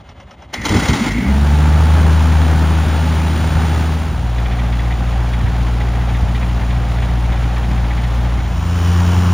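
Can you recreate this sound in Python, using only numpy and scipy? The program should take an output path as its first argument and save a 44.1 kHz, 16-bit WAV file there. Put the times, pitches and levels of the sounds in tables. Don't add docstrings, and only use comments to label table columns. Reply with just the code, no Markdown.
import sys
import numpy as np
from scipy import signal
from scipy.fft import rfft, irfft, next_fast_len
from scipy.io import wavfile
from scipy.ndimage import uniform_filter1d, map_coordinates

SR = 44100
rng = np.random.default_rng(int(sys.argv[2]) if len(sys.argv) > 2 else 0)


def makeup_ratio(level_db):
    decades = np.asarray(level_db, float) / 20
    return 10 ** decades


def bounce(signal):
    frames = np.transpose(np.atleast_2d(signal))
    limited = np.clip(frames, -1, 1)
    pcm = np.round(limited * 32767).astype(np.int16)
    wavfile.write(sys.argv[1], SR, pcm)


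N = 411453
T = np.arange(N) / SR

# [t/s, peak level/dB]
FAR_BEATS = [
    (0.0, -53),
    (0.0894, -38),
    (0.1994, -39),
    (0.3082, -37),
    (0.4205, -39),
]
# [f/Hz, width/Hz, level/dB]
FAR_BODY = [(559, 37, 4.5), (804, 180, -0.5), (2100, 110, -7), (2910, 110, -14), (5400, 260, -12.5),
            (6200, 140, -16)]
# [f/Hz, spectral level/dB]
FAR_NOISE = [(15, -38), (60, 3), (120, -7), (250, -12.5), (450, -15), (800, -15), (1150, -13), (2000, -21),
             (3300, -20.5), (5000, -33.5), (7000, -36), (8800, -33), (11500, -85), (15000, -64)]

# [f/Hz, spectral level/dB]
CRANKING_NOISE = [(15, -50), (60, 1), (120, -3.5), (250, -0.5), (450, -16), (800, -17), (1150, -17),
                  (2000, -23), (3300, -23.5), (5000, -28), (7000, -28.5), (8800, -27), (11500, -51),
                  (15000, -40)]
# [t/s, level/dB]
PINION_LOAD = [(.52, -14), (.54, -0.5), (.575, -11.5), (.635, -13), (.65, 0.5), (1.05, 1.5), (1.13, -9.5),
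               (1.36, -34)]
# [t/s, level/dB]
COLD_PUFFS = [(.535, -12.5), (.645, -12), (.705, -2), (.75, -6), (.885, 0.5), (.99, 0.5), (1.06, -10),
              (1.145, -0.5), (1.23, -8)]
# [t/s, peak level/dB]
CLANKS = [(0.5377, -13), (0.614, -25), (0.651, -9.5), (0.69, -12.5), (0.7642, -15), (0.8335, -17),
          (0.8824, -13), (0.9294, -15), (1.0394, -23), (1.1156, -23), (1.1814, -28)]
# [f/Hz, width/Hz, level/dB]
HOUSING = [(815, 310, -5.5), (1380, 29, -6), (2080, 150, -2.5), (3180, 91, 1), (4030, 140, -4),
           (5340, 140, -5), (6200, 370, -6)]
CHUG_DB, PIPE_DB, TURNING_DB = -12.5, -14.5, -27
WHINE_DB, WHINE_DB_PER_LOAD_DB = -29.5, .15
GRIND_DB, TOOTH_SCATTER_DB = -23, 2

# [t/s, peak level/dB, ring f/Hz]
COUGHS = [(0.703, 4.5, 88.8), (0.73, 1.5, 313), (0.748, 6, 85), (0.768, -2, 144), (0.892, 5, 100),
          (0.92, -6, 92.5), (1.151, -10, 240), (1.182, -5, 232), (1.221, -5, 207), (1.244, -12, 195),
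          (1.304, -19, 212)]
# [t/s, peak level/dB]
SILENCER_BOOMS = [(2.548, -25), (2.832, -29), (3.549, -17), (3.579, -12), (5.049, -24), (5.438, -7),
                  (6.227, -12), (6.611, -17), (7.289, -31)]

# [t/s, firing f/Hz, effort level/dB]
RUN_UP = [(0.95, 42.6, -17), (1.12, 52.01, -13), (1.2, 58.65, -10.5), (1.28, 66.26, -3), (1.4, 70.78, -1.5),
          (1.58, 74.4, -0.5), (1.95, 79.2, 1.5), (2.3, 79.13, 0), (2.65, 79.23, -2.5), (3.4, 79.46, -5.5),
          (3.8, 79.4, -4.5)]
IDLE = [(4.0, 59.1, 0), (8.9, 59.1, 0)]
TAXI = [(8.4, 84.35, 0), (8.85, 86.96, 0.25), (9.33, 89.7, 0.98)]
# [in from t/s, in by t/s, out from t/s, out by t/s]
VIEW_SPANS = [
    (0.947, 1.145, 3.8, 4.4),
    (3.896, 4.393, 8.35, 8.9),
    (8.337, 8.89, 9.9, 10.5),
]
# [f/Hz, spectral level/dB]
FRONT_NOISE = [(15, -50), (60, -7), (120, 2.5), (250, -2.5), (450, -10), (800, -13), (1150, -18.5),
               (2000, -21), (3300, -21.5), (5000, -28.5), (7000, -29.5), (8800, -25), (11500, -46),
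               (15000, -34.5)]
CLOSE_NOISE = [(15, -54), (60, -5.5), (120, -9.5), (250, -14), (450, -19.5), (800, -21), (1150, -21.5),
               (2000, -26), (3300, -26), (5000, -33.5), (7000, -35.5), (8800, -33), (11500, -52),
               (15000, -41)]
BESIDE_NOISE = [(15, -39), (60, -9), (120, -5.5), (250, -15), (450, -11.5), (800, -5), (1150, -7.5),
                (2000, -17), (3300, -22.5), (5000, -26), (7000, -25), (8800, -24), (11500, -42.5),
                (15000, -29.5)]
# [exhaust note, 2nd, 3rd, rasp, hiss, rumble: level/dB]
FRONT_DB = (-10.5, -25, -32, -28, -37, -23.5)
CLOSE_DB = (-15.5, -23, -35.5, -32, -43, -27)
BESIDE_DB = (-13, -25, -34, -31, -37, -26)
LAYER_GROWTH = (0.87, 0.19, 0.1, 0.44, 0.083, 0.32)
OVERTONE_PHASES = [
    (-2.0, 4.0),
    (-.1, 2.9),
    (-1.1, 3.1),
]
# [t/s, level/dB]
ODD_FIRINGS = [(2.561, -3), (2.85, -10), (3.5, -29), (3.559, 11), (5.445, 3), (6.235, 8), (6.6, -24),
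               (7.3, 6), (7.68, -3)]
# [f/Hz, width/Hz, level/dB]
EXHAUST_PIPE = [(147.9, 6.4, 6.5), (201.4, 15.4, 13.5)]
STUMBLE_S, STUMBLE_FOR_S, STUMBLE_DB = 1.24, 0.015, -30
BLADES_PER_FIRING = 4 / 2 / 2.54
AIR_DB_PER_OCTAVE = 11.5

# [f/Hz, width/Hz, level/dB]
GEAR_CASING = [(1885, 260, 1.5), (2380, 300, -2), (3420, 710, -8)]
# [t/s, peak level/dB]
SINGLE_LASH = [(4.382, -26), (4.452, -23), (4.5094, -19), (4.585, -24), (4.7211, -25), (4.7885, -22),
               (4.9067, -20.5), (5.3308, -21.5), (5.4679, -31), (5.8077, -22), (6.091, -21), (6.1469, -22),
               (6.3455, -21), (6.4113, -22), (6.6094, -26), (6.703, -18.5), (6.982, -21), (7.0244, -22),
               (7.3197, -19), (7.429, -26), (7.5657, -24), (7.632, -29), (7.9069, -29), (7.9748, -22),
               (8.0306, -25), (8.2466, -29), (8.3992, -24)]
LASH_FROM_S, LASH_TO_S, CYCLE_S = 4.384, 8.45, 4 / 59.07
LASH_DB, LASH_SCATTER_DB, LASH_JITTER_S = -24.5, 0.5, 0.0043

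# [t/s, level/dB]
LEFT_LEAN = [(0, -30), (.7, -7), (1.3, -8), (2.1, -22), (2.7, -17), (3.6, -40)]
# [f/Hz, level/dB]
SPREAD = [(60, 1), (200, -3), (400, -8), (800, 0.5), (1150, -2), (1350, -21)]
EDGE_HZ, EDGE_SLIDES_S, EDGE_HZ_PER_S, EDGE_LAST_HZ = 520, .6, 320, 42

# [f/Hz, phase/rad]
STEREO_PHASE = [(6700, 0), (6900, .5), (7400, 1.3), (7700, 3.3), (8550, 3.3), (9000, 1.9), (9500, 1.4),
                (10100, .9), (10600, 0), (13000, 0), (13600, -.9), (14500, -1.5), (15700, -2.0)]
# [f/Hz, ratio]
SIDE_LOBE = [(2400, 0), (3000, .26), (3700, .26), (4100, .15), (4700, .08), (5000, 0)]
# [from t/s, to t/s, readiness]
OPENINGS = [
    (0, .95, 1.2),
    (3.25, 3.9, 1.05),
    (8.38, 9.4, 3.2),
]
SHUT = -.27
TOP_HZ = 15830


def unit(x):
    return x / np.sqrt(np.mean(x ** 2) + 1e-20)


def along(points, hz):
    f, value = np.transpose(points)
    return np.interp(np.log(hz + 1), np.log(f + 1), value)


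def curves(rows):
    s, *columns = np.transpose(rows)
    return [np.interp(T, s, column) for column in columns]


def filtered(x, response):
    m = next_fast_len(N + 8192)
    return irfft(rfft(x, m) * response(np.fft.rfftfreq(m, 1 / SR)), m)[..., :N]


def modes(rows, turn=-1):
    def response(f):
        total = 0
        for k, (centre, width, db) in enumerate(rows):
            damping = 1j * f * width
            total = total + turn ** k * makeup_ratio(db) * damping / (centre * centre - f * f + damping)
        return total
    return response


def noise(spectrum, low_hz, high_hz, gate=1):
    def band(f):
        edges = (1 + (low_hz / (f + 1)) ** 6) * (1 + (f / high_hz) ** 6)
        return makeup_ratio(along(spectrum, f)) / np.sqrt(edges)
    return unit(filtered(gate * rng.standard_normal(N), band))


def per_turn(turns):
    return map_coordinates(rng.standard_normal(int(turns[-1]) + 9), [turns], order=3)


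def bursts(rows, rise, fall):
    t = np.arange(SR // 8) / SR
    marks = np.zeros(N)
    for s, db, *_ in rows:
        marks[max(round(s * SR), 0)] = makeup_ratio(db)
    blow = np.exp(-t / fall) * (1 - np.exp(-t / rise))
    return np.abs(signal.fftconvolve(marks, blow)[:N])


def neighbour():
    def body(rows):
        ringing = unit(filtered(rng.standard_normal(N), modes(rows)))
        return unit(noise(FAR_NOISE, 460, 30000) + 1.34 * ringing)
    since = (T - .14) * 9.05 % 1
    swell = 0.5 + np.minimum(since / 0.3, 1) * np.minimum((1 - since) / 0.15, 1)
    chuff = makeup_ratio(4.5) * bursts(FAR_BEATS, 0.0013, 0.011) * body(FAR_BODY)
    intake = makeup_ratio(-48) * swell * body(FAR_BODY[:4])
    return chuff + intake + makeup_ratio(-40.0) * noise(FAR_NOISE, 44, 320)


def starter():
    load_db, = curves(PINION_LOAD)
    on = np.interp(T, [.525, .535, 1.31, 1.325], [0, 1, 1, 0])
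    mesh_hz = np.interp(T, [.55, .7, .9, 1.05, 1.3], [1986, 1993, 2050, 2136, 2050])
    mesh_hz = mesh_hz + 50 * per_turn(30 * T)
    strands = 0
    for ratio, db in [(.93, -1), (1, 2), (1.06, -2)]:
        angle = 2 * np.pi * np.cumsum(ratio * mesh_hz) / SR
        strands = strands + makeup_ratio(db + 3.5 * per_turn(80 * T)) * np.sin(angle)
    blur = filtered(rng.standard_normal(N), lambda f: modes([(2070, 600, 0)])(f) ** 2)
    whine_db = WHINE_DB + WHINE_DB_PER_LOAD_DB * load_db + 2.5 * (T > 1.04)
    whine = makeup_ratio(whine_db) * unit(unit(strands) + .6 * unit(blur))
    teeth = makeup_ratio(TOOTH_SCATTER_DB * per_turn(110 * T))
    grind = makeup_ratio(GRIND_DB + load_db) * noise(CRANKING_NOISE, 300, 30000, teeth)
    cowling = modes([(874, 130, -4), (1440, 220, -2.5), (3330, 430, -7)], turn=0.8)
    grind = grind + filtered(grind, cowling)
    puffs = bursts(COLD_PUFFS, 0.0065, 0.062)
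    leave = np.interp(T, [.92, 1.0], [1, .1])
    thuds = makeup_ratio(CHUG_DB) * puffs * (T > .69) + makeup_ratio(TURNING_DB) * (T > .575)
    chug = leave * thuds * noise(CRANKING_NOISE, 60, 168)
    pipe_tone = unit(filtered(noise(CRANKING_NOISE, 170, 340), modes([(244, 94, 0)])))
    pipe = makeup_ratio(PIPE_DB) * puffs * pipe_tone
    blows = bursts(CLANKS, 0.0029, 0.0054) * rng.standard_normal(N)
    return on * (whine + grind + chug + pipe) + makeup_ratio(16.5) * filtered(blows, modes(HOUSING))


def coughs():
    out, t = np.zeros(N), np.arange(SR // 8) / SR
    rise = 1 - np.exp(-t / 0.0014)

    def decaying(hz, t60):
        return np.sin(2 * np.pi * hz * t) * makeup_ratio(-60 * t / t60)
    for s, db, hz in COUGHS:
        ring = decaying(hz, 0.096) + .5 * decaying(400, 0.046)
        out[round(s * SR):][:len(t)] += makeup_ratio(db - 8.5) * ring * rise
    for s, db in SILENCER_BOOMS:
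        out[round(s * SR):][:len(t)] += makeup_ratio(db + 1) * decaying(95, 0.14) * rise
    return out


def engine(rows, layers_db, span, colour, cowl, lean, bend, scatter_db, blade_db, swish, puff):
    hz, effort_db = curves(rows)
    layers = [db + grows * effort_db for db, grows in zip(layers_db, LAYER_GROWTH)]
    *note_db, rasp_db, hiss_db, rumble_db = layers
    stumble_db = STUMBLE_DB * np.exp(-.5 * ((T - STUMBLE_S) / STUMBLE_FOR_S) ** 2)
    note_db[0] = note_db[0] + stumble_db
    rumble_db = rumble_db + stumble_db
    air_db = AIR_DB_PER_OCTAVE * np.log2(hz / hz[-1])
    rasp_db, hiss_db = rasp_db + air_db, hiss_db + 0.51 * air_db

    firings = np.cumsum(hz) / SR
    odd_db = sum(db * np.exp(-.5 * ((T - s) * hz / 0.22) ** 2) for s, db in ODD_FIRINGS)
    cylinders_db = 1.0 * np.cos(2 * np.pi * firings / 4) + 0.15 * np.cos(2 * np.pi * firings / 2)
    size_db = scatter_db * per_turn(firings) + odd_db + cylinders_db
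    angle = 2 * np.pi * firings + 0.14 * per_turn(firings)
    note_db += [note_db[2] - 5.5, note_db[2] - 10.0]
    lags = [0] + [lean - bend * k for k in range(4)]
    note = 0
    for k, db in enumerate(note_db):
        pipe_db = sum(gain * np.exp(-.5 * (((k + 1) * hz - c) / w) ** 2) for c, w, gain in EXHAUST_PIPE)
        level_db = db + pipe_db + size_db + 0.1 * k * per_turn(firings)
        note = note + makeup_ratio(level_db) * np.cos((k + 1) * angle + lags[k])

    blades = 2 * np.pi * BLADES_PER_FIRING * firings
    beat = 0
    for k, db in enumerate(blade_db):
        beat = beat + makeup_ratio(rasp_db + db + 2 * per_turn(firings / 8)) * np.cos((k + 1) * blades)

    pulsing_db = swish * np.cos(blades) + puff * np.cos(angle)
    rasp_gate = makeup_ratio(2.0 * pulsing_db + 0.73 * per_turn(firings / 3))
    rasp = makeup_ratio(rasp_db) * noise(colour, 393, 2010, rasp_gate)
    hiss_gate = makeup_ratio(pulsing_db + 0.11 * per_turn(firings / 3) + 0.97 * per_turn(3 * firings))
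    hiss = makeup_ratio(hiss_db + 4.5) * noise(colour, 1670, 30000, hiss_gate)
    ringing = filtered(rasp + hiss, modes(cowl, turn=1))
    rumble = makeup_ratio(rumble_db) * noise(colour, 46, 304, makeup_ratio(1.2 * per_turn(firings / 4)))
    share = np.interp(T, span, [0, 1, 1, 0])
    direct = np.sqrt(2) * (note + beat) + rasp + hiss + ringing + rumble
    return direct * share, (rumble + 0.48 * rasp) * share


def gearbox():
    cycles = np.arange(LASH_FROM_S, LASH_TO_S, CYCLE_S)
    chance = rng.standard_normal((len(cycles), 2))
    regular_s = cycles + LASH_JITTER_S * chance[:, 0]
    regular_db = LASH_DB + LASH_SCATTER_DB * chance[:, 1]
    knocks = [*np.transpose([regular_s, regular_db]), *SINGLE_LASH]
    rattle = bursts(knocks, 0.0025, 0.014) * rng.standard_normal(N)

    def casing(f):
        return modes(GEAR_CASING)(f) / (1 + (f / 4500) ** 6) / (1 + (1400 / (f + 1)) ** 6)
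    return makeup_ratio(8.0) * filtered(rattle, casing)


def wind_filter(sound, scattered):
    hz, t, z = signal.stft(np.array([sound, scattered]), SR, nperseg=2048)
    hz = hz[:, None]
    ratio = hz / np.clip(EDGE_HZ - EDGE_HZ_PER_S * (t - EDGE_SLIDES_S), EDGE_LAST_HZ, EDGE_HZ)
    lean = makeup_ratio(np.interp(t, *np.transpose(LEFT_LEAN))) * np.exp(-.5 * ((ratio - 1.65) / .4) ** 2)
    patches = uniform_filter1d(rng.standard_normal(ratio.shape), size=5, axis=0)
    patches = uniform_filter1d(patches, size=2, axis=1)
    passing = (unit(patches) > -.1) | (hz < 250)
    leaning = (lean + 0.028 * (hz < 330)) * z[0]
    scatter = passing * makeup_ratio(along(SPREAD, hz)) * z[1]
    side = (ratio > 1) * (leaning + scatter)
    return signal.istft(side, SR, nperseg=2048)[1][:N]


def scene():
    still = neighbour() + starter() + coughs()
    front, front_wash = engine(
        RUN_UP, FRONT_DB, VIEW_SPANS[0], FRONT_NOISE, [(880, 113, 2.0), (1320, 630, 1.5)],
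        *OVERTONE_PHASES[0], scatter_db=0.7, blade_db=[-25, -18, -4.0, -7], swish=0.99, puff=0.27)
    close, close_wash = engine(
        IDLE, CLOSE_DB, VIEW_SPANS[1], CLOSE_NOISE, [(770, 144, 0.5), (1310, 100, -44)],
        *OVERTONE_PHASES[1], scatter_db=0.8, blade_db=[-23, -19, -26.5, -36], swish=0.27, puff=0.65)
    beside, beside_wash = engine(
        TAXI, BESIDE_DB, VIEW_SPANS[2], BESIDE_NOISE,
        [(1075.3, 540, -7.0), (1560, 320, -10), (3000, 430, 2), (5460, 720, -3)],
        *OVERTONE_PHASES[2], scatter_db=1.0, blade_db=[-20, -10, -22.0, -19], swish=0.91, puff=0.97)
    wash = makeup_ratio(-9.0) * front_wash + makeup_ratio(-11.5) * close_wash + makeup_ratio(-16.0) * beside_wash
    scattered = np.roll(wash, 1500) + makeup_ratio(-10) * np.roll(still, 300)
    sound = front + close + beside + gearbox() + still
    side = wind_filter(sound, scattered)
    return np.array([sound + side, sound - side])


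def top_cut(x):
    return signal.sosfilt(signal.butter(12, 16590, fs=SR, output="sos"), x)


def record(dry):
    mid, side = (dry[0] + dry[1]) / 2, (dry[0] - dry[1]) / 2
    echoes_s = rng.uniform(.004, .03, 7)

    def half(hz):
        return np.clip(along(STEREO_PHASE, hz), -np.pi, np.pi) / 2

    def diffuse(hz):
        return .72 + .2 * sum(np.exp(-2j * np.pi * hz * s) for s in echoes_s)

    def band(hz):
        return (hz < TOP_HZ) / np.sqrt(1 + (44 / (hz + 1)) ** 8)
    ready = SHUT + sum(more * ((T >= start) & (T < end)) for start, end, more in OPENINGS)
    opened = uniform_filter1d(1.0 * (ready + .6 * per_turn(30 * T) > 0), size=300)
    side = side + filtered(mid, lambda hz: 1j * np.sin(half(hz)) * diffuse(hz))
    side = side + filtered(opened * mid, lambda hz: 1j * along(SIDE_LOBE, hz))
    mid = filtered(mid, lambda hz: np.cos(half(hz)))
    both = filtered(np.array([mid + side, mid - side]), band)
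    both = both / (1 + np.abs(both / .92) ** 6) ** (1 / 6)
    return top_cut(both)


dry = scene()
out = record(dry)
bounce(out)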